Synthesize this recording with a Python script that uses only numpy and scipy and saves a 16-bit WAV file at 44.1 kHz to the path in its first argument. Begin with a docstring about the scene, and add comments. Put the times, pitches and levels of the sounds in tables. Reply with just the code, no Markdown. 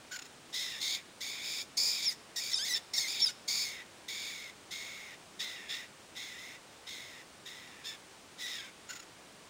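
"""In a wood, at a hole in a dead trunk, a woodpecker nestling begs while a parent comes to feed it.
A short stuttering churr opens and closes the series. Between them a rough, chaotic syrinx rasps near 2 kHz
through fixed throat resonances, and at the feeding a pure tone breaks out in clear squeals.
Close reflections of the hole and a faint far scatter are decaying noise; shaped noise gives the even hush."""
import sys
import numpy as np
from scipy import signal
from scipy.fft import rfft, irfft, next_fast_len
from scipy.io import wavfile
from scipy.ndimage import uniform_filter1d

SR = 44100
rng = np.random.default_rng(int(sys.argv[2]) if len(sys.argv) > 2 else 0)


def transcribe(u):
    """Save the signal u as a 16-bit wav file named by the first command-line argument.

    u: samples, shape (n,) or (channels, n), limited to [-1, 1]; the rate is SR.
    q: integer samples, one column per channel.
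    """
    v = np.clip(np.atleast_2d(u).T, -1, 1)
    q = np.round(v * 32767).astype(np.int16)
    wavfile.write(sys.argv[1], SR, q)


N = 418509
T = np.arange(N) / SR  # seconds
FREQS = np.arange(N // 2 + 1) * SR / N  # Hz

# Far air in the trees with the hiss of the microphone, as a relative spectrum.
# Each row: frequency in Hz, density in dB per Hz.
HUSH_SPECTRUM = [(25, -16), (65, -7.5), (85, -3), (105, -3), (200, 0), (330, 0.5), (1000, -3), (2000, -6),
                 (3000, -7), (5000, -10), (9900, -13.5), (10200, -24.5), (12500, -26.5), (15500, -23)]

# Stuttered notes of the churrs.
# Each row: centre in seconds, length in seconds, level in dB, pitch in Hz before its arch,
# roughness (0 clear, held to 1 at most).
CHURR_NOTES = [ (.124, .022, -42, 1500, 0.73), (0.147, 0.027, -41.5, 1490, .4),
               (0.166, 0.015, -43, 1502, 1.06), (0.194, 0.01, -41, 1370, 0.68),
               (0.224, .012, -45.5, 1334, 0.63), (0.258, 0.024, -51.5, 1323, 0.9),
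               (8.902, 0.024, -42, 1430, 0.63), (8.916, 0.0205, -48.5, 1490, 0.51),
               (8.934, 0.017, -46, 1394, 0.97), (8.964, 0.026, -46, 1344, .95), (9, 0.013, -47, 1353, .6),
               (9.03, 0.014, -53, 1230, .7)]

# Colour of the churr through a nearly closed beak, as a relative spectrum.
# Each row: frequency in Hz, gain in dB.
CHURR_SPECTRUM = [(500, -32), (1200, -13), (1480, 4), (1900, -0.5), (3300, -3), (4400, -1), (4950, -1),
                  (5300, 4), (5700, -4), (6450, -1.5), (6900, 10.5), (7600, -10), (11000, -17.5),
                  (15500, -7)]

# Begging rasps, one row for each push of air; where pushes overlap, the later takes over.
# Each row: start, length, attack and hold in seconds, level in dB, fade after the hold in dB,
# level of the fundamental in dB, treble of the beak at first and at last in dB above the level,
# pitch in Hz, sag in Hz.
AIR_PUSHES = [ (.52, 0.27, 0.033, .1, -40.5, 9, -47, -1, -2, 2070, 330),
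              (.793, 0.21, 0.037, 0.16, -38.5, 21, -45.5, -1.5, -2, 2200, -150),
              (1.202, 0.25, .012, 0.099, -46.5, 2, -47.5, 2, -4.5, 2310, 20),
              (1.408, 0.21, 0.064, 0.096, -45.5, -0.5, -47, 3.5, 3.5, 2410, 20),
              (1.767, .24, .01, 0.125, -48, -5.5, -47.5, 17, 0.5, 2418, 20),
              (2.006, 0.12, 0.032, 0.057, -42, 11, -46, 4, 9.5, 2485, 550),
              (2.358, 0.15, 0.0094, 0.039, -48, 0, -48.5, 7.5, 6.5, 2386, 20),
              (2.505, 0.27, 0.024, .24, -42.5, 6, -46.5, 3, 5, 2200, 250),
              (2.933, 0.099, .006, 0.052, -48.5, -3.5, -46, 12, 11.5, 2295, 20),
              (3.009, .18, 0.022, 0.11, -44.5, -4, -47, 6, -5, 2407, 20),
              (3.19, .115, 0.018, .035, -38, 16, -47.5, 0.5, 6, 2450, 700),
              (3.475, .345, 0.01, 0.15, -44.5, 13.5, -45, 9.5, -4.5, 2357, 480),
              (4.079, 0.42, 0.0088, .2, -46.5, 10.5, -47, 0, -0.5, 2312, 240),
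              (4.703, 0.44, 0.016, .03, -47, 14, -47, 0, 0, 2222, 230),
              (5.387, 0.29, 0.021, 0.021, -39.5, 21.5, -45.5, -3.5, -2.5, 2046, 340),
              (5.68, 0.17, 0.027, .07, -42, 18, -45.5, -4.5, -0.5, 1953, 80),
              (6.146, .24, 0.028, .08, -48, 9.5, -49.5, -2.5, -0.5, 2140, 260),
              (6.369, 0.19, .025, 0.089, -55.5, 5.5, -51, -.5, .5, 2124, 160),
              (6.86, 0.36, 0.021, .07, -48.5, 15.5, -51, -3, 0.5, 2147, 260),
              (7.451, 0.39, 0.015, .03, -51, 18.5, -53.5, -3, -1, 2035, 300),
              (7.832, 0.12, 0.039, 0.055, -45.5, 11, -50, -1, -2, 1850, 170),
              (8.368, .325, 0.056, .185, -45, 18.5, -48, -2.5, -2, 2040, 519)]

# Breaks, where the rasp snaps to a clearer, mostly lower note.
# Each row: centre in seconds, length in seconds, pitch in Hz, glide in Hz per second, roughness (0-1),
# level in dB, level of the fundamental in dB, treble of the beak in dB above the level.
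VOICE_BREAKS = [ (0.742, .025, 1810, -1500, 0.65, -46.5, -48, -2.5),
                (2.38, .036, 1870, -500, 0.49, -44, -49, 7.5),
                (2.565, .052, 1225, -500, 0.25, -38.5, -57, 2.5),
                (2.619, .064, 1649, 5500, 0.22, -42, -49, 4), (2.715, .05, 1990, -1500, 0.3, -40, -42, 3),
                (2.764, 0.024, 1810, -2000, 0.6, -35.5, -43.5, -1),
                (2.985, .018, 1808, 1500, 0.25, -33.5, -46, 4),
                (3.056, .04, 2112, -500, .42, -45, -39.5, 2.5),
                (3.256, .014, 1248, -1500, 0.38, -51, -49, 15),
                (3.276, .022, 1205, -1500, .25, -36.5, -57, 1),
                (3.295, .018, 1444, -9000, 0.27, -46.5, -45, 6), (5.47, .035, 2072, 0, .68, -45, -45, -7),
                (7.875, .04, 1759, -1000, .62, -44.5, -52, -2),
                (8.447, 0.029, 1942, -1000, 0.32, -44.5, -45.5, -3),
                (8.597, .025, 1616, -1000, 0.51, -45, -49.5, -6),
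                (8.649, 0.029, 1590, -1500, .55, -54.5, -51, -2)]

# Resonances of throat and beak.
# Each row: centre in Hz, width in Hz, gain in dB.
THROAT_RESONANCES = [(2166, 760, -7.5), (3610, 460, 5), (4590, 350, -2.5), (5277, 530, 10), (6745, 1010, 7),
                     (8580, 820, -2.5), (9700, 470, -1), (12660, 4400, -10.5), (14800, 472, -1.5),
                     (15400, 490, -8)]

# Clear squeals, swelling whistles that mostly slide down.
# Each row: start in seconds, length in seconds, pitch in Hz, fall in Hz, peak level in dB before flutter.
SQUEAL_NOTES = [ (2.052, 0.055, 5765, 1104, -28.5), (2.532, 0.0057, 5400, 0, -27),
                (2.541, 0.0079, 5420, 80, -24), (2.736, 0.0058, 5400, 0, -28),
                (2.743, .01, 5370, 103.5, -27.5), (2.936, 0.027, 5590, 100, -34.5),
                (3.215, .025, 5400, -86, -24), (3.238, 0.013, 5420, 305, -22.5),
                (3.256, 0.026, 4986, 267.5, -30)]

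HUSH_DB = -55
# every push scoops up to its pitch, then most of them sag as the air runs out
SCOOP_HZ, SCOOP_S, SAG_POWER = 260.1, .035, 2.3
# it opens with an accent that the beak's treble shares in part
ACCENT_DB, ACCENT_S, TREBLE_ACCENT_SHARE = 5, 0.02, 0.64
# the fundamental shares about a third of the fade
FADE_POWER, FUNDAMENTAL_FADE_SHARE, RELEASE_S = 0.87, 0.33, .012
# the rasp frays as it fades, and is a little clearer with more treble from the beak
RASP_ROUGH, ROUGH_PER_DB_OF_FADE, ROUGH_PER_DB_OF_TREBLE = .86, .007, -0.0062
BREAK_SNAP_S = .002  # sets how fast the voice snaps over
SQUEAL_ARCH = 0.68  # power of the arch that a squeal's strength follows
LOCK_DB = -39  # squeal strength that takes the rasp's treble down by 3 dB
TOP_HZ = 15800


def undb(db):
    """Decibels to gain."""
    return 10 ** (np.asarray(db) / 20)


def unit(x):
    """Scale to rms 1."""
    return x / np.sqrt(np.mean(x ** 2))


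def steady(x, count=1000):
    """Hold the running rms over count samples near 1, leaving the fast grain."""
    power = np.abs(uniform_filter1d(x ** 2, count))
    return x / np.sqrt(power + 1e-12)


def shape(x, gain):
    """Filter with a gain given at every frequency."""
    size = next_fast_len(N)
    bins_hz = np.arange(size // 2 + 1) * SR / size
    return irfft(rfft(x, size) * np.interp(bins_hz, FREQS, gain), size)[:N]


def colour(points):
    """Gain through (Hz, dB) points on a log-frequency axis."""
    hz, db = np.transpose(points)
    return undb(np.interp(np.log(FREQS + 1), np.log(hz), db))


def lowpass(x, order, hz):
    """Butterworth filter that keeps what lies below about hz."""
    return signal.sosfilt(signal.butter(order, min(hz, SR / 3), fs=SR, output="sos"), x)


def wobble(hz):
    """Random motion of spread 1, up to about hz."""
    return unit(lowpass(rng.standard_normal(N), 2, hz))


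def turns(hz):
    """Phase in radians of a tone whose frequency follows hz."""
    return 2 * np.pi * np.cumsum(hz) / SR


def hush(sway_db=0.22):
    """Far air in the trees, barely swaying, with an even hiss on top."""
    air = unit(shape(rng.standard_normal(N), colour(HUSH_SPECTRUM)))
    return air * undb(HUSH_DB + sway_db * wobble(5.6))


def syrinx(hz, rough, jitter=.06, jitter_hz=800, lurch=.045, lurch_hz=110, slope_db=-1.5, air_db=2,
           half_db=-6, rattle_hz=540, rattle=1.0, taut_hz=2300, flutter_db=1.5, flutter_hz=170):
    """A membrane whose period and strength turn chaotic with roughness; air hisses through at each opening."""
    unrest = jitter * wobble(jitter_hz) + lurch * wobble(lurch_hz)
    phase = turns(hz * (1 + rough * unrest))
    # overtones fall by slope_db per octave, and lag so that the wave has no sharp spike
    tone = unit(sum(undb(slope_db * np.log2(k)) * np.cos(k * phase + k * k) for k in range(1, 9)))
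    # at low pitch the slack membrane rattles and doubles its period, which puts lines between the harmonics
    slack = rough * np.clip((taut_hz - hz) / 400, 0, 1)
    rattling = np.cos(turns(rattle_hz * (1 + .15 * wobble(40.44))))
    tone = tone * (1 + rattle * slack * rattling)
    halves = undb(half_db) * slack * wobble(65) * (np.cos(3 * phase / 2) + np.cos(5 * phase / 2))
    hiss = rough ** 1.3 * unit((1 + .3 * np.cos(phase)) * rng.standard_normal(N))
    return (tone + halves + undb(air_db) * hiss) * undb(flutter_db * rough * wobble(flutter_hz))


def stutter(arch=.14):
    """Notes chopped some forty times a second: their strength, arching pitch and roughness."""
    gate, hz, rough = np.zeros((3, N))
    for centre, length, db, pitch_hz, roughness in CHURR_NOTES:
        away = np.abs(2 * (T - centre) / length)
        on = away < 2
        swell = np.exp(-away[on] ** 3)
        note = undb(db) * swell
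        gate[on] += note
        # where notes overlap, pitch and roughness are averaged by strength
        hz[on] += note * pitch_hz * (1 + arch * swell * (.4 - away[on]))
        rough[on] += note * roughness
    return gate, hz / (gate + 1e-12), rough / (gate + 1e-12)


def churrs(source, gate):
    """Low, thin notes through a nearly closed beak."""
    return gate * steady(shape(source, colour(CHURR_SPECTRUM)))


def wood(x, near_db=-11, near_t60=0.084, far_db=-24, far_t60=0.57, damp_hz=4500):
    """Quick reflections from the nest hole and trunk, then a dull scatter from the trees."""
    t = T[:SR]
    t60 = np.array([[near_t60], [far_t60]])  # seconds to die away by 60 dB
    near, far = rng.standard_normal((2, SR)) * (t > .001) * np.exp(-np.log(1000) * t / t60)
    far = lowpass(far, 1, damp_hz)
    echoes = undb(near_db) * near / np.linalg.norm(near) + undb(far_db) * far / np.linalg.norm(far)
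    return x + signal.fftconvolve(x, echoes)[:N]


def pushes():
    """Controls of the begging voice: gains of fundamental, throat band and treble, then pitch and roughness."""
    gains = np.zeros((3, N))
    hz = np.full(N, float(AIR_PUSHES[0][-2]))
    rough = np.full(N, float(RASP_ROUGH))
    for (start, length, attack, hold, db, fade_db, low_db,
         first_db, last_db, pitch_hz, sag_hz) in AIR_PUSHES:
        on = (T >= start) & (T < start + length + 6 * RELEASE_S)
        age = T[on] - start
        spent = np.clip((age - hold) / max(length - hold, .01), 0, 1) ** FADE_POWER
        effort = db - fade_db * spent
        accent = ACCENT_DB * np.exp(-age / ACCENT_S)
        beak = first_db + (last_db - first_db) * spent
        fundamental = low_db - FUNDAMENTAL_FADE_SHARE * fade_db * spent
        treble = effort + beak + TREBLE_ACCENT_SHARE * accent
        levels = undb([fundamental, effort + accent, treble])
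        release = np.exp(-np.maximum(age - length, 0) / RELEASE_S)
        # each attack crossfades from whatever the push before left sounding
        rise = np.sin(np.pi / 2 * np.minimum(age / attack, 1)) ** 2
        gains[:, on] += rise * (levels * release - gains[:, on])
        sag = sag_hz * np.minimum(age / length, 1) ** SAG_POWER
        hz[on] = pitch_hz - SCOOP_HZ * np.exp(-age / SCOOP_S) - sag
        fray = ROUGH_PER_DB_OF_FADE * max(fade_db, 0) * spent
        rough[on] = RASP_ROUGH + fray + ROUGH_PER_DB_OF_TREBLE * beak
    return np.vstack([gains, hz, rough])


def breaks(controls):
    """For a moment the controls snap over to a clearer, mostly lower note, then back to the rasp."""
    out = controls.copy()
    for centre, length, pitch_hz, glide, rough, db, low_db, beak_db in VOICE_BREAKS:
        on = np.abs(T - centre) < length
        t = T[on] - centre
        grip = (1 + np.tanh((length / 2 - np.abs(t)) / (2 * BREAK_SNAP_S))) / 2
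        note = np.broadcast_arrays(undb(low_db), undb(db), undb(db + beak_db), pitch_hz + glide * t, rough)
        out[:, on] += grip * (np.array(note) - out[:, on])
    return out


def throat(x, leak_db=-25):
    """Resonances of throat and beak, with a little sound leaking between them."""
    power = sum(undb(2 * db) / (1 + ((FREQS - hz) / width * 1.59) ** 2) ** 2
                for hz, width, db in THROAT_RESONANCES)
    return shape(x, np.sqrt(power + undb(2 * leak_db)))


def rasps(source, bands, squeal, gape_hz=4500, gape_width_hz=480, gape_db=11, wide_db=-32, low_noise_db=-27):
    """The throat colours the rasp; the wider the beak opens, the more treble leaves it."""
    gains = np.array(bands)
    voice = throat(source)
    # a wide gape adds a resonance of its own, full once the treble reaches wide_db
    gape = undb(gape_db) * np.minimum(gains[2] / undb(wide_db), 1)
    voice = voice + gape * shape(voice, 1 / (1 + ((FREQS - gape_hz) / gape_width_hz) ** 2))
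    # a dull low noise swells with the loud, bright rasps up to a ceiling, perhaps overload
    low_noise_colour = colour([(100, -4.0), (400, -1), (1000, 4), (2500, -32), (8000, -47)])
    noise = unit(shape(rng.standard_normal(N), low_noise_colour))
    low_noise = undb(low_noise_db) * np.minimum(gains[2], undb(-26)) * noise
    # a squeal takes over the air flow, and the rasp loses treble
    gains[2] /= np.sqrt(1 + (uniform_filter1d(squeal, size=700) / undb(LOCK_DB)) ** 2)
    under = 1 / (1 + (FREQS / 2900) ** 24)
    over = 1 - 1 / (1 + (FREQS / 4200) ** 24)
    split = (under, 1 - under - over, over)
    return low_noise + sum(gain * steady(shape(voice, band)) for gain, band in zip(gains, split))


def squeals(overtone_db=-13, side_hz=1480, side_db=-21, jitter=.006, flutter_db=.4):
    """One side of the syrinx locks into a whistle, the slower side puts bands beside it; also its strength."""
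    hz, strength = np.full(N, 5000.), np.zeros(N)
    for start, length, pitch_hz, fall_hz, db in SQUEAL_NOTES:
        on = (T >= start) & (T < start + length)
        along = (T[on] - start) / length
        hz[on] = pitch_hz - fall_hz * along
        strength[on] = undb(db) * np.abs(np.sin(np.pi * along)) ** SQUEAL_ARCH
    strength = uniform_filter1d(strength, size=60)
    phase = turns(hz * (1 + jitter * wobble(466)))
    beat = np.cos(turns(side_hz * (1 + 0.0504 * wobble(397))))
    # overtones flash up as they sweep through the upper resonances
    overtones = undb(overtone_db) * throat(np.sin(2 * phase) + np.sin(3 * phase) / 2)
    whistle = (np.sin(phase) + overtones) * (1 + 2 * undb(side_db) * beat)
    return np.sqrt(2) * whistle * strength * undb(flutter_db * wobble(270)), strength


def scene(squeal_dry=0.33):
    """The nestling's voice in the wood; the shrill squeals beam straight out of the hole and echo less."""
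    gate, churr_hz, churr_rough = stutter()
    *bands, hz, rough = breaks(pushes())
    churring = gate > 0
    pitch = np.where(churring, churr_hz, hz)
    roughness = np.clip(np.where(churring, churr_rough, rough), 0, 1)
    source = syrinx(pitch, roughness)
    squeal, strength = squeals()
    direct = np.clip(squeal_dry, 0, 1)  # share of the squeals that stays free of echo
    voice = churrs(source, gate) + rasps(source, bands, strength) + (1 - direct) * squeal
    return (wood(voice) + direct * squeal + hush())[None]


def record(dry):
    """The recorder cuts the top with a steep low-pass filter."""
    return signal.sosfilt(signal.ellip(10, .2, 70, TOP_HZ, fs=SR, output="sos"), dry)


dry = scene()
out = record(dry)
transcribe(out)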